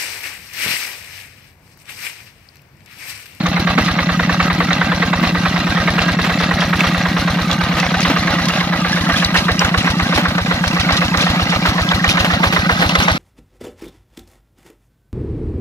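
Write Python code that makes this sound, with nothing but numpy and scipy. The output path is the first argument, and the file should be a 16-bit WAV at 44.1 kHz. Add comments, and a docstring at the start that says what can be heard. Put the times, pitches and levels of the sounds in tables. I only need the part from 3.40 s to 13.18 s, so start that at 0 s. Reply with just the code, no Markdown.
"""A flooded field: a walk-behind tractor with a one-cylinder four-stroke diesel churns towards a stereo microphone.
Each engine cycle rings the intake pipe, knocks the block, thumps the exhaust and gulps air.
The engine slows about halfway through, and the exhaust grows louder afterwards.
Gears and tinwork clatter throughout as noise crackle and damped rings; the frame clanks, small steel parts clink,
and the cage wheels throw muddy water: a filtered spray, splashes, drops and ringing bubbles."""
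import sys
import numpy as np
from scipy import signal
from scipy.fft import rfft, irfft
from scipy.io import wavfile
from scipy.ndimage import uniform_filter1d, map_coordinates

SR = 44100
rng = np.random.default_rng(int(sys.argv[2]) if len(sys.argv) > 2 else 0)


def store_pcm(level_fs):
    """Save levels as 16-bit WAV."""
    pcm = np.round(np.clip(level_fs, -1, 1) * 32767).astype(np.int16)
    wavfile.write(sys.argv[1], SR, np.atleast_2d(pcm).T)


N = 431277
T = np.arange(N) / SR
BINS = np.maximum(np.fft.rfftfreq(N, 1 / SR), 1)

# crankshaft speed, throttled back halfway: (time [s], speed [turns per minute])
ENGINE_SPEED = [(0.0, 1105.2), (0.76, 1168.6), (1.03, 1176.9), (1.89, 1102.8), (2.55, 1161.8),
                (3.3, 1089.1), (3.56, 1111.8), (4.0, 1080.6), (4.75, 1076.7), (5.01, 1098.0), (5.5, 961.2),
                (6.11, 915.7), (6.45, 950.4), (6.84, 931.3), (7.84, 959.1), (8.12, 925.8), (9.26, 919.3),
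                (9.78, 936.4)]


def undb(db):
    """Decibels to gain."""
    return 10 ** (np.asarray(db) / 20)


def curve(rows, axis=1):
    """One column of a time table at every sample."""
    table = np.array(rows)
    return np.interp(T, table[:, 0], table[:, axis])


def shape(points):
    """A frequency table at every bin, straight over log frequency."""
    hz, value = np.transpose(points)
    return np.interp(np.log(BINS), np.log(hz), value)


def unit(x):
    """Scale to rms 1."""
    return x / np.sqrt(np.mean(np.abs(x) ** 2))


def filtered(x, response):
    """Apply a frequency response, keeping the power of white noise."""
    return irfft(rfft(x) * unit(response), N)


def modes(rows):
    """Frequency response of a set of resonances, added with alternating sign."""
    total = 0
    for k, (hz, width_hz, db) in enumerate(rows):
        resonance = undb(db) / (1 + 1j * (BINS ** 2 - hz ** 2) / (BINS * width_hz))
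        total = total + (-1) ** k * resonance
    return total


def blows(times, db, response):
    """The same response started at each time with its own strength."""
    train = np.zeros(N)
    np.add.at(train, np.clip((times * SR).astype(int), 0, N - 1), undb(db))
    return signal.fftconvolve(train, response)[:N]


def burst(rise_s, fall_s):
    """An envelope that swells and dies away; peak 1."""
    t = T[:SR // 4]
    env = (1 - np.exp(-(t / rise_s) ** 2)) * np.exp(-t / fall_s)
    return env / env.max()


def ring(hz, rise_s, fall_s):
    """A damped oscillation that starts with suction."""
    return -np.sin(2 * np.pi * hz * T[:SR // 4]) * burst(rise_s, fall_s)


def swing(hz, width_s):
    """One slow pressure swing, down then up, centred three widths after its start."""
    t = T[:SR // 4] - 3 * width_s
    return np.sin(2 * np.pi * hz * t) * np.exp(-(t / width_s) ** 2)


def walk(rate_hz):
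    """A smooth random wander with a spread near 1, heading for a new value at the given rate."""
    k = int(SR / rate_hz)
    steps = np.repeat(rng.standard_normal(N // k + 1), k)
    return unit(uniform_filter1d(steps, k)[:N])


def two_ears(direct, scattered):
    """Bass reaches both microphones alike; treble arrives more and more by separate paths."""
    # scattered sound: (frequency [Hz], share of the power [0-1])
    scatter = [(150, .001), (300, .015), (700, .06), (1500, .25), (3000, .45), (6000, .62), (14000, .65)]
    share = np.clip(shape(scatter), 0, 1)
    return irfft(rfft(direct) * np.sqrt(1 - share) + rfft(scattered) * np.sqrt(share), N)


def grit(rate, spread_db, fall_s):
    """Stereo noise crackle of tiny contacts (rate per second) of very unequal size; rms 1."""
    when, size = rng.random((int(rate * N / SR), 2)).T
    power_db = -2 * spread_db * np.log(np.maximum(size, .01))
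    power = blows(when * N / SR, power_db, np.exp(-2 * T[:SR // 10] / fall_s))
    noise = rng.standard_normal((3, N)) * np.sqrt(np.abs(power))
    return unit(two_ears(noise[0], noise[1:]))


def ticks(rate, spread_db):
    """Separate tiny impacts of unequal size, reaching each microphone by its own short path; rms 1."""
    when, size, left, right, side = rng.random((int(rate * N / SR), 5)).T
    push = np.sign(side - .5) * np.maximum(size, .03) ** (-spread_db * np.log(10) / 20)
    paths = np.zeros((3, N))
    # the two separate paths lag by up to a millisecond
    for path, lag_s in zip(paths, (0 * left, left / 1000, right / 1000)):
        np.add.at(path, (when * N + lag_s * SR).astype(int) % N, push)
    return unit(two_ears(paths[0], paths[1:]))


def pings(times, db, hz, fall_s, glide=0):
    """Short stereo rings, each with its own time, strength, pitch, decay and rise in pitch."""
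    t = T[:SR // 30]
    out = np.zeros((3, N + len(t)))
    turn = np.exp(2j * np.pi * rng.random((len(times), 3)))  # a chance phase for each path
    for s, gain, f, fall, ears in zip(times, undb(db), hz, fall_s + 0 * times, turn):
        i = int(np.clip(s * SR, 0, N))
        bend = 1 + glide * np.minimum(t / fall, 6)
        onset = 1 - np.exp(-2 * f * t)
        z = np.exp(2j * np.pi * f * t * bend - t / fall) * onset
        out[:, i:i + len(t)] += gain * (ears[:, None] * z).imag
    return two_ears(out[0, :N], out[1:, :N])


def stroke(angle, scatter_db, jitter_s):
    """Times at which the four-stroke cycle passes an angle, and a chance strength for each.

    Angles are shares of a cycle after the intake valve shuts; one cycle takes two turns."""
    start = .6825  # angle at time zero
    cycles = start + np.cumsum(curve(ENGINE_SPEED)) / (2 * 60 * SR)
    times = T[1:][np.diff(np.floor(cycles - angle)) > 0]
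    chance = rng.standard_normal((len(times), 2))
    return times + jitter_s * chance[:, 0], scatter_db * chance[:, 1]


def approach(start_db, near_db):
    """Relative level [dB] of a part, changing by near_db for each halving of the distance."""
    # the tractor comes closer to the microphone: (time [s], distance [m])
    distance = [(0, 3.23), (5, 2.85), (9.78, 1.34)]
    return start_db + near_db * np.log2(distance[0][1] / curve(distance))


def tinwork():
    """Narrow ringing tones within the clatter, struck at random; pitch wanders and varies by strike; rms 1."""
    # narrow ringing tones, the highest ones faint: (pitch [Hz], decay [s], relative level [dB])
    tones = [(1232, 0.0062, 3), (1609, 0.014, -1.5), (1953, 0.0073, 1.5), (2740, 0.013, -4.5),
             (3910, 0.0045, -4.5), (4190, 0.0052, -7), (5670, 0.0053, -8), (7000, 0.0074, -15.5)]
    rate, spread_db = 45, 1  # strikes of each tone per second, spread of their strength
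    wander, detune = .02, .017  # slow wander and strike-to-strike range of pitch (share)
    out = 0
    for hz, fall_s, db in tones:
        when, size, pitch = rng.random((int(rate * N / SR), 3)).T
        flex = wander * walk(1.5)[(when * N).astype(int)]
        strike_db = db - spread_db * np.log(np.maximum(size, .08))
        strike_hz = hz * (1 + flex + detune * (2 * pitch - 1))
        out = out + pings(when * N / SR, strike_db, strike_hz, fall_s)
    return unit(out)


def clatter():
    """Gears, chain and tinwork chatter after each firing and settle during compression; the frame rumbles."""
    # colour of the gear train: (frequency [Hz], relative level [dB])
    drive_colour = [(120, -49), (200, -5), (273, -9), (345, -29), (544, -5.5), (630, -6.5), (783, -4.5),
                    (940, -12), (1190, -8), (1780, -13.5), (1910, -8.5), (3010, -15.5), (4100, -13.5),
                    (8500, -46.5), (15500, -45)]
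    # colour of the frame's rumble: (frequency [Hz], relative level [dB])
    rumble_colour = [(20, -16), (45, -9), (100, -7), (230, -4), (310, 1.5), (420, -16.5), (900, -35)]
    # the jolt comes just after the firing, the lull early in the cycle
    jolt = 1.05 + 0.45 * blows(*stroke(.225, 1.5, 0.0022), burst(0.003, 0.084))
    lull = 1 - .27 * blows(*stroke(.02, .5, .001), burst(.007, .014))
    pace_db = 2 * np.log2(curve(ENGINE_SPEED) / 930)  # 2 dB for each doubling, none at 930 turns per minute
    flutter_db = 1.6 * walk(40)
    shake = undb(approach(-27.5, 1.6) + pace_db + flutter_db) * jolt * lull
    gears = undb(-0.5) * grit(200, 2, 0.006)
    chain = undb(-4.5) * ticks(300, 2.0)
    drive = filtered((gears + chain) * shake, undb(shape(drive_colour)))
    tin = tinwork() * shake
    rumble = filtered(grit(300, 3.1, 0.016), undb(shape(rumble_colour)))
    return drive + undb(-2.5) * tin + undb(-30.0) * rumble


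def bubbles(rate, middle_hz, octaves, cycles):
    """Air pockets of many sizes plop, ring for some cycles and rise a little in pitch; rms 1."""
    when, size, a, b = rng.random((int(rate * N / SR), 4)).T
    hz = middle_hz * 2 ** (2 * octaves * (a - b))
    db = -4 * np.log(np.maximum(size, .05)) - 7 * np.maximum(np.log2(hz / 3500), 0)
    # thick mud lets the pitch rise only a little
    return unit(pings(when * N / SR, db, hz, cycles / hz, glide=.012))


def water():
    """The cage wheels stir an uneven, gurgling spray, throw a splash where a paddle digs in, and shed drops."""
    # how hard the wheels churn the water: (time [s], relative level [dB])
    churn = [(0, 2), (.45, -11), (.7, 3), (1.4, 3), (2, 7), (2.5, 4), (2.85, 0.5), (3.3, -8), (3.45, 7),
             (4, 3), (4.8, 6), (5.1, 12), (5.3, 0), (5.55, 12.5), (5.9, 3), (6.3, 4), (6.6, 4), (6.8, 2),
             (7.2, 5), (7.85, 4.5), (8.4, 3.5), (9, 2), (9.78, 0.5)]
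    # splashes as the wheel paddles dig in: (time [s], relative level [dB], decay [s])
    digs = [(0.433, -22, 0.03), (2.615, -20.5, 0.013), (2.973, -25, 0.057), (3.199, -18.5, 0.017),
            (3.342, -29, 0.055), (3.795, -35, .01), (4.013, -27, 0.0096), (4.38, -23, 0.028),
            (4.608, -18, 0.031), (5.097, -27, 0.11), (5.528, -20.5, 0.0087), (5.638, -25, 0.012),
            (5.747, -19, 0.05), (5.959, -14.5, 0.026), (6.039, -23, 0.011), (6.37, -19, 0.027),
            (6.498, -18, 0.013), (6.739, -18, 0.027), (7.391, -19, 0.023), (7.516, -19.5, 0.019),
            (7.564, -18, 0.013), (7.679, -19, 0.0065), (7.785, -17, 0.05), (8.077, -21, 0.037),
            (8.264, -27, 0.038), (8.684, -10.5, 0.02), (8.787, -20, 0.019), (9.141, -22, 0.011),
            (9.392, -19.5, 0.014), (9.473, -36, 0.0079), (9.487, -17, 0.013), (9.62, -15.5, 0.014)]
    # colour of the spray, splashes and drops: (frequency [Hz], relative level [dB])
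    wash_colour = [(1500, 5), (3500, 9.5), (5800, 6.5), (8200, -10), (10200, -5), (12500, -14),
                   (15000, -37)]
    spray = undb(approach(-37, 6.5) + curve(churn) + 1.4 * walk(16))
    splashes = 0
    for s, db, length_s in digs:
        splashes = splashes + blows(np.array([s]), db, burst(0.4 * length_s, length_s))
    mist = undb(-4) * grit(450, 3.3, 0.017) * spray
    drops = undb(-12.5) * spray * grit(27, 6, 0.0082)  # few and unequal, falling back on the water
    slop = undb(-2.5) * grit(600, 1.3, .0025) * splashes
    # air pockets closing in the mud
    gurgle = undb(0.5) * spray * bubbles(rate=170, middle_hz=2306, octaves=.9, cycles=15.6)
    # each splash breaks into short wet plops
    plops = undb(-1) * splashes * bubbles(rate=600, middle_hz=3600, octaves=.5, cycles=9)
    return filtered(mist + slop + drops, undb(shape(wash_colour))) + gurgle + plops


def intake():
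    """The shut valve leaves the air pipe ringing with a weaker upper tone; when it opens, the gulp dies quickly."""
    times, db = stroke(0, 0.39, .0001)
    low_tone = blows(times, db, ring(175.0, 0.0017, 0.036))
    high_tone = undb(-19) * blows(times, db, ring(275.9, 0.0012, 0.041))
    shut = low_tone + high_tone
    gulp = blows(*stroke(.742, 0.67, 0.00045), ring(189, 0.0079, 0.0022))
    # the small mouth of the pipe radiates ever less below 118 Hz
    mouth = 1 / np.sqrt(1 + (118 / BINS) ** 8)
    pipe = irfft(rfft(undb(5.5) * shut + undb(6) * gulp) * mouth, N)
    return undb(approach(-14.5, -0.5)) * pipe


def knock():
    """Combustion cracks against the block, whose rings start one after another; the casing rattles on."""
    # rings of one knock, starting one after another, the lowest pitch last:
    # (lag [s], pitch [Hz], decay [s], relative level [dB])
    knock_rings = [(0, 1930, 0.0034, -1), (.001, 1170, 0.0035, -3.5), (.002, 645, 0.0044, -9),
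                   (.0028, 3560, 0.0026, -9.5), (.004, 1560, 0.0015, 2.5), (.007, 1100, 0.0045, -3),
                   (.008, 740, 0.0094, -13.5), (.013, 517, 0.0072, -13)]
    # resonances of the engine block: (frequency [Hz], width [Hz], relative level [dB])
    block = [(483, 40, -4), (740, 53, -12), (1075, 670, -4.5), (1700, 190, -3.5), (1804, 55, 2.5),
             (2360, 1140, -9), (3840, 115, -10)]
    # how hard the diesel knocks: (time [s], relative level [dB])
    hardness = [(0.06, 2.5), (0.38, 3.5), (0.48, 1), (0.6, 2.5), (1.1, 5), (1.73, 4.5), (2.2, -1), (2.5, 4),
                (2.7, 1.5), (3.44, 4), (4.2, -2), (4.65, 3.5), (4.98, -0.5), (5.4, 0), (6.1, 5), (6.6, 1.5),
                (7.1, 1.5), (7.49, 1), (7.62, 3), (7.74, 4.5), (7.9, -2.5), (8.12, 0), (8.25, 1), (8.51, 0),
                (8.64, 3), (8.9, 2.5), (9.42, 4.5), (9.7, 5)]
    times, db = stroke(.203, .6, .0004)
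    # the knock comes later when the engine turns slowly
    times = times + .0019 * np.interp(times, T, (1130 - curve(ENGINE_SPEED)) / 200)
    rings = 0
    for lag_s, hz, fall_s, ring_db in knock_rings:
        late, size, pitch = rng.standard_normal((len(times), 3)).T
        ring_times = times + lag_s + .0004 * late
        rings = rings + pings(ring_times, db + ring_db + 1.0 * size, hz * (1 + .08 * pitch), fall_s)
    rattle = blows(times, db, burst(.004, .011)) * grit(1500, 0.9, 0.0019)
    # the first crack leads the ringing block
    crack_db = db + np.interp(times, T, approach(-18, 4.8))
    snap = blows(times - .0006, crack_db, burst(.002, .0038)) * grit(1400, 1.0, 0.00062)
    crack_colour = [(600, -4), (1800, 6), (3600, 5), (6000, -11), (8500, -27), (15000, -44)]
    crack = filtered(snap, undb(shape(crack_colour)))
    mix = undb(3.5) * rings + undb(-4.5) * filtered(rattle, modes(block)) + undb(-2.5) * crack
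    return undb(approach(-14.5, 2.5) + curve(hardness)) * mix


def clinks():
    """Small steel parts strike with a bright tick and ring briefly, each around its own pitch."""
    # sharp metal clinks: (time [s], relative level [dB], pitch [Hz], bright tick against the ring [dB])
    strikes = [(0.065, -15, 3400, -9), (0.59, -9, 1980, -27), (1.001, -9, 2100, -30), (1.33, -7, 3730, -18),
               (2.59, -5.5, 2550, -24), (3.392, -14, 2430, -16), (3.405, -3, 2430, -23),
               (4.112, -6.5, 3650, -17), (4.129, -14, 3600, -9), (4.399, -20.5, 3460, 1.5),
               (4.605, -11.5, 2370, -6), (5.846, -5, 4180, -12), (6.191, -9, 2700, -20),
               (6.192, -6.5, 5170, -14), (6.2473, -6, 1490, -13), (6.344, -5, 1580, -28),
               (6.598, -5, 1890, -23), (6.982, -7, 1590, -18), (7.772, -8.5, 3680, -12),
               (8.488, -6.5, 3270, -30), (8.489, -18, 5200, -27), (8.514, -6, 3480, -22),
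               (8.643, -7, 2160, -16), (8.6772, -13, 3270, -16), (8.69, -15, 3400, -16),
               (8.715, -9, 3330, -22), (9.5533, -11, 3170, -10), (9.683, -13, 2870, -11)]
    s, db, hz, bright_db = np.transpose(strikes)
    tone = 0
    for ratio, part_db in [(.93, -1.5), (1.08, 0), (1.45, -15)]:
        tone = tone + pings(s + 0.0014, db + part_db, ratio * hz, .003)
    contact = grit(4500, 1, 0.0006) * blows(s, db + bright_db, burst(.0005, .0035))
    tick_colour = [(2000, -14), (4500, 4), (6300, 8), (8200, -7), (10500, -17), (15000, -14)]
    tick = filtered(contact, undb(shape(tick_colour)))
    return undb(-0.5) * tone + undb(1.5) * tick


def exhaust():
    """The silencer lets out a low thump, a pop and a puff of gas per cycle; the rest of the gas hisses after it."""
    # load on the engine; it dips where the speed falls off and is higher afterwards:
    # (time [s], relative exhaust level [dB])
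    load = [(0.1, -25), (1.1, -27), (1.24, -31), (1.75, -25.5), (2.9, -27), (3.37, -26), (4.7, -26),
            (5.2, -31), (6.35, -20.5), (6.64, -24.5), (7.8, -22.5), (8.55, -21.5), (9.6, -21)]
    load_db = curve(load)
    times, db = stroke(.475, 1, 0.0021)
    thump = blows(times - .0165, db, swing(72.3, 0.0082))
    thump = thump + undb(-6.5) * blows(times + 0.0119, db, ring(95.0, 0.0057, 0.0038))
    puff = undb(0.88 * load_db - 9.0) * blows(times - .001, 2 * db + 6.5, burst(.0042, .009))
    gas_colour = [(200, -5), (700, -33), (4000, 20.0), (7500, -10.0), (10000, 1), (15000, -17.0)]
    gas = filtered(puff * grit(2200, 0.99, 0.001), undb(shape(gas_colour)))
    # the piston pushes the rest of the gas out after the puff
    hiss = undb(-32.5) * blows(times + 0.0065, db, burst(0.0075, 0.015))
    tail_colour = [(1500, -1), (4000, 9), (6000, 15), (8200, -16), (10500, 1), (15000, -36)]
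    tail = filtered(hiss * grit(2000, 0.81, 0.0018), undb(shape(tail_colour)))
    bark = undb(load_db - 0.5) * blows(times, db, burst(0.0012, 0.012))
    pop_colour = [(300, -10), (700, 5), (1400, 4), (4000, -8), (9000, -19.5)]
    pop = filtered(bark * grit(1500, 1, 0.00086), undb(shape(pop_colour)))
    return undb(load_db + 12.0) * thump + pop + gas + tail


def frame():
    """Loose joints take up their play with dull clanks; the heavy ones make the hollow frame boom."""
    # clanks of the frame and hitch: (time [s], relative level [dB], low body against the clank [dB])
    joints = [(0.379, -20, 6), (1.826, -21.5, 4), (2.221, -36, -1), (2.841, -16.5, -24), (3.335, -29, -22),
              (3.39, -19, -1), (4.368, -17.5, -6), (4.653, -22, -10), (4.697, -18.5, 2), (5.687, -25.5, 6),
              (5.942, -15.5, -34), (6.201, -16.5, -13), (6.245, -24, -25), (6.443, -19, -6),
              (6.775, -14.5, 1), (7.775, -19.5, -14), (8.257, -15, -22), (8.801, -19, -20),
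              (8.844, -16.5, -23), (9.035, -16, -21), (9.124, -15.5, -24), (9.304, -20, -11),
              (9.414, -15, -22), (9.599, -14, -42)]
    s, db, body_db = np.transpose(joints)
    contact = blows(s, db, burst(0.0014, 0.033)) * grit(2500, 0.59, 0.0012)
    clank_colour = [(150, -11.0), (500, 1), (1300, 3.5), (3000, -1.0), (9000, -24.0)]
    clank = filtered(contact, undb(shape(clank_colour)))
    body = blows(s, db + body_db, burst(0.0037, 0.013)) * grit(1700, 1.0, 0.0013)
    boom_colour = [(120, -24), (260, 11), (420, -13.0), (600, -1), (1000, -9), (3000, -61)]
    boom = filtered(body, undb(shape(boom_colour)))
    hum = blows(s + 0.0031, db + body_db, ring(232, 0.0065, 0.015))
    return undb(2.5) * clank + undb(4.0) * boom + undb(-2.5) * hum


def scene():
    """All parts travel together, so the lag between the microphones follows the tractor's bearing."""
    # direction of the tractor: (time [s], lag of the left microphone [ms])
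    bearing = [(0, .06), (2.7, .04), (5, -.06), (6.3, -.12), (8.5, -.15), (9.78, -.23)]
    left, right = clatter() + water() + intake() + knock() + clinks() + exhaust() + frame()
    late = np.arange(N) - curve(bearing) * SR / 1000
    return np.array([map_coordinates(left, [late], order=3, mode="nearest"), right])


def record(dry):
    """Each microphone has its own colour and sheds the deepest bass; peaks past full scale clip, the top is cut."""
    # balance of the pair: (frequency [Hz], left minus right [dB])
    balance = [(600, .2), (1100, -2.5), (1800, -3.5), (2600, -1), (5000, 1.5), (7000, 1), (11000, -1.5),
               (15000, -6)]
    colour = undb(shape(balance) * np.array([[.5], [-.5]]))
    microphones = colour / np.sqrt(1 + (30 / BINS) ** 6)
    heard = np.clip(irfft(rfft(dry) * microphones, N), -1, 1)
    top_cut = signal.ellip(10, .2, 80, 15350, fs=SR, output="sos")  # low-pass at 15350 Hz
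    return signal.sosfilt(top_cut, heard)


dry = scene()
out = record(dry)
store_pcm(out)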